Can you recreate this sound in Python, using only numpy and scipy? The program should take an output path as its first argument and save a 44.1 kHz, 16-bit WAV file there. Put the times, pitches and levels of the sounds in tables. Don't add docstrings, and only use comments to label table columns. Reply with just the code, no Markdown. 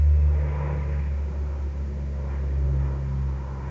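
import sys
import numpy as np
from scipy.fft import rfft, irfft, next_fast_len
from scipy.io import wavfile
from scipy.ndimage import map_coordinates

SR = 44100
rng = np.random.default_rng(int(sys.argv[2]) if len(sys.argv) > 2 else 0)


def wav_record(signal):
    frames = np.transpose(np.atleast_2d(signal))
    bounded = np.clip(frames, -1, 1)
    quanta = np.round(bounded * 32767).astype(np.int16)
    wavfile.write(sys.argv[1], SR, quanta)


N = 163170
T = np.arange(N) / SR
FLUTTER_PER_S = 15

# time_s, level_db
BLADE_LEVEL = [(0.05, -17), (0.27, -18), (0.54, -27), (1.2, -25.5), (1.32, -29), (1.42, -25.5), (1.55, -29),
               (1.65, -25.5), (1.73, -31.5), (1.81, -27), (1.91, -30.5), (2.49, -26.5), (2.58, -22.5),
               (2.94, -25), (2.99, -30.5), (3.26, -25), (3.5, -33.5), (3.65, -32.5)]
SECOND_LEVEL = [(0, -38), (.35, -33.5), (.63, -31), (.98, -33), (1.15, -44), (1.3, -47), (1.6, -46.5),
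                (1.95, -40.5), (2.15, -40.5), (2.52, -36), (2.8, -26.5), (3.0, -31.5), (3.24, -30),
                (3.42, -38), (3.7, -35.5)]
THIRD_LEVEL = [(0, -56.5), (.8, -53.5), (1.4, -48.5), (1.65, -53.5), (2.0, -44), (2.2, -46), (2.851, -49),
               (3.201, -42.5), (3.7, -50)]
FOURTH_LEVEL = [(0, -61.5), (2.0, -63), (2.5, -57), (2.9, -52.5), (3.15, -63), (3.7, -56.5)]

def propeller(near_hz=74.0, far_hz=61.0, recede_s=4.6, flutter_db=.61, flutter_rad=.07, trim_db=-.13):
    pitch_hz = far_hz + (near_hz - far_hz) * np.exp(-T / recede_s)
    phase = 2 * np.pi * np.cumsum(pitch_hz) / SR
    drone = np.zeros(N)
    for k, rows in enumerate([BLADE_LEVEL, SECOND_LEVEL, THIRD_LEVEL, FOURTH_LEVEL], 1):
        shake = amp(k * flutter_db * wobble(FLUTTER_PER_S))
        drift = k * flutter_rad * wobble(FLUTTER_PER_S) + rng.uniform(0, 2 * np.pi)
        drone += level(rows) * unit(shake * np.sin(k * phase + drift))
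    return amp(trim_db) * drone


# frequency_hz, relative_db
EXHAUST_SPECTRUM = [(20, -21), (35, -10.5), (48, -11), (85, -3.5), (108, 2), (140, -1.5), (172, 2),
                    (205, -10), (240, -18), (400, -44.5)]
# time_s, level_db
EXHAUST_LEVEL = [(0, -44.5), (.4, -41.5), (.9, -38), (1.5, -42.5), (2.2, -44), (2.7, -42), (3.2, -44.5),
                 (3.7, -42.5)]

def exhaust_rumble(trim_db=-.5):
    return amp(trim_db) * level(EXHAUST_LEVEL) * band(EXHAUST_SPECTRUM)


# frequency_hz, relative_db
DEEP_SPECTRUM = [(170, -40), (235, -8), (272, -2.5), (295, -6.5), (332, 0), (350, -1), (384, 2), (408, -10),
                 (470, -32.5)]
LOW_SPECTRUM = [(380, -31.5), (428, -2.5), (455, -1), (470, -9.5), (503, 2.5), (535, -3), (556, 1),
                (600, -5), (650, -9), (705, -13.5), (900, -40)]
MID_SPECTRUM = [(550, -35.5), (720, -5.5), (850, -2.5), (940, 0.5), (1010, -1), (1120, -6), (1220, -5.5),
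                (1400, -5), (1550, -12), (1900, -41)]
HIGH_SPECTRUM = [(1200, -33.5), (1530, -2), (1700, 0), (1880, 2), (2150, -4.5), (2380, -2.5), (2660, -18.5),
                 (2820, -11), (3000, -18), (3600, -24.5), (5000, -50)]
# time_s, level_db
DEEP_SWELLS = [(0.06, -52), (0.66, -43.5), (1.18, -54), (1.27, -48), (2.01, -48), (2.29, -53.5),
               (2.32, -46.5), (2.92, -44), (3.16, -50), (3.66, -47.5)]
LOW_SWELLS = [(0, -49.5), (.25, -47), (.45, -43), (.68, -41), (.85, -48), (1.12, -51), (1.35, -48),
              (1.85, -51), (2.3, -45), (2.65, -48), (2.88, -45.5), (3.15, -52), (3.7, -47.5)]
MID_SWELLS = [(0.05, -55.5), (0.53, -47), (0.54, -43.5), (0.71, -43), (0.8, -50), (1.04, -52.5),
              (1.58, -50.5), (1.7, -53.5), (2.1, -57), (2.31, -47.5), (2.52, -54.5), (2.93, -48),
              (3.06, -52.5), (3.66, -48.5)]
HIGH_SWELLS = [(0.05, -57), (0.33, -57.5), (0.36, -51.5), (0.69, -48), (0.81, -52.5), (1.01, -50.5),
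               (1.2, -58.5), (2.19, -60.5), (2.34, -52.5), (2.71, -59.5), (2.87, -53), (2.9, -57),
               (3.6, -58), (3.66, -53)]

def air_rush(flutter_db=.5):
    bands = [(DEEP_SPECTRUM, DEEP_SWELLS, 0), (LOW_SPECTRUM, LOW_SWELLS, -.5),
             (MID_SPECTRUM, MID_SWELLS, -1), (HIGH_SPECTRUM, HIGH_SWELLS, -1)]
    rush = np.zeros(N)
    for spectrum, swells, trim_db in bands:
        gain = amp(trim_db + flutter_db * wobble(FLUTTER_PER_S))
        rush += gain * level(swells) * band(spectrum)
    return rush


# pitch_hz, width_hz, relative_db
SWELL_RESONANCES = [(455.3, 7.3, 1), (507, 12, 0), (551, 5.2, 2.5), (624.5, 14, -6.5), (815, 15, -6),
                    (940, 10, -6.5), (990, 23, -3.5), (1202, 60, -14), (2070, 40, -15.5)]
# frequency_hz, relative_db
EDGE_SPECTRUM = [(1700, -34), (2050, 1), (2300, -2), (2550, -2.5), (2640, -8), (2750, -21.5), (3300, -45.5)]
# time_s, level_db
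EDGE_FADE = [(0, -66), (.3, -65), (.65, -56), (1.05, -58.5), (1.3, -67.5), (3.7, -82.5)]

def ringing_swell(peak_s=.62, width_s=.23, peak_db=-41.5):
    ring = noise(lambda f: sum(amp(db) * resonance(f, hz, width) for hz, width, db in SWELL_RESONANCES))
    swell = np.exp(-.5 * ((T - peak_s) / width_s) ** 2)
    edge = level(EDGE_FADE) * band(EDGE_SPECTRUM)
    return amp(peak_db) * swell * ring + edge


# time_s, level_db
HOWL_SWELLS = [(0, -71.5), (2.1, -66.5), (2.28, -50.5), (2.5, -64.5), (3.1, -57), (3.5, -48.5), (3.7, -48)]

def howl(pitch_hz=974, width_hz=160):
    return level(HOWL_SWELLS) * noise(lambda f: resonance(f, pitch_hz, width_hz))


def whine(start_hz=2605, sag_hz_per_s=90, wander_hz=14, wander_per_s=60,
          start_db=-65.5, fade_db_per_s=8):
    pitch_hz = start_hz - sag_hz_per_s * T + wander_hz * wobble(wander_per_s)
    flicker = 1 + .5 * wobble(wander_per_s)
    tone = unit(flicker * np.sin(2 * np.pi * np.cumsum(pitch_hz) / SR))
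    return amp(start_db - fade_db_per_s * T) * tone


# frequency_hz, relative_db
HISS_SPECTRUM = [(20, 2), (2500, 2.5), (3600, -2.5), (5000, -1.5), (6600, -2.5), (7200, -5.5),
                 (7600, -13.5), (8000, -24.5)]

def hiss(level_db=-61):
    return amp(level_db) * band(HISS_SPECTRUM)


def amp(db):
    return 10 ** (np.asarray(db) / 20)


def unit(x):
    return x / np.sqrt(np.mean(x ** 2) + 1e-20)


def level(rows):
    return amp(np.interp(T, *np.transpose(rows)))


def wobble(knots_per_s):
    return map_coordinates(rng.standard_normal(int(N * knots_per_s / SR) + 4), [T * knots_per_s])


def resonance(hz, centre_hz, width_hz):
    return 1 / (1 + (2 * (hz - centre_hz) / width_hz) ** 2)


def noise(response):
    size = next_fast_len(N + 8192)
    spectrum = rfft(rng.standard_normal(size)) * response(np.fft.rfftfreq(size, 1 / SR))
    return unit(irfft(spectrum, size)[:N])


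def band(spectrum):
    f, db = np.transpose(spectrum)
    return noise(lambda hz: amp(np.interp(np.log(hz + 1), np.log(f + 1), db, right=-np.inf)))


def scene():
    air = air_rush() + ringing_swell() + howl()
    return (propeller() + exhaust_rumble() + air + whine() + hiss())[None]


def record(dry, top_hz=7900):
    size = next_fast_len(N + SR // 2)
    passband = np.fft.rfftfreq(size, 1 / SR) < top_hz
    return irfft(rfft(dry, size) * passband, size)[:, :N]


dry = scene()
out = record(dry)
wav_record(out)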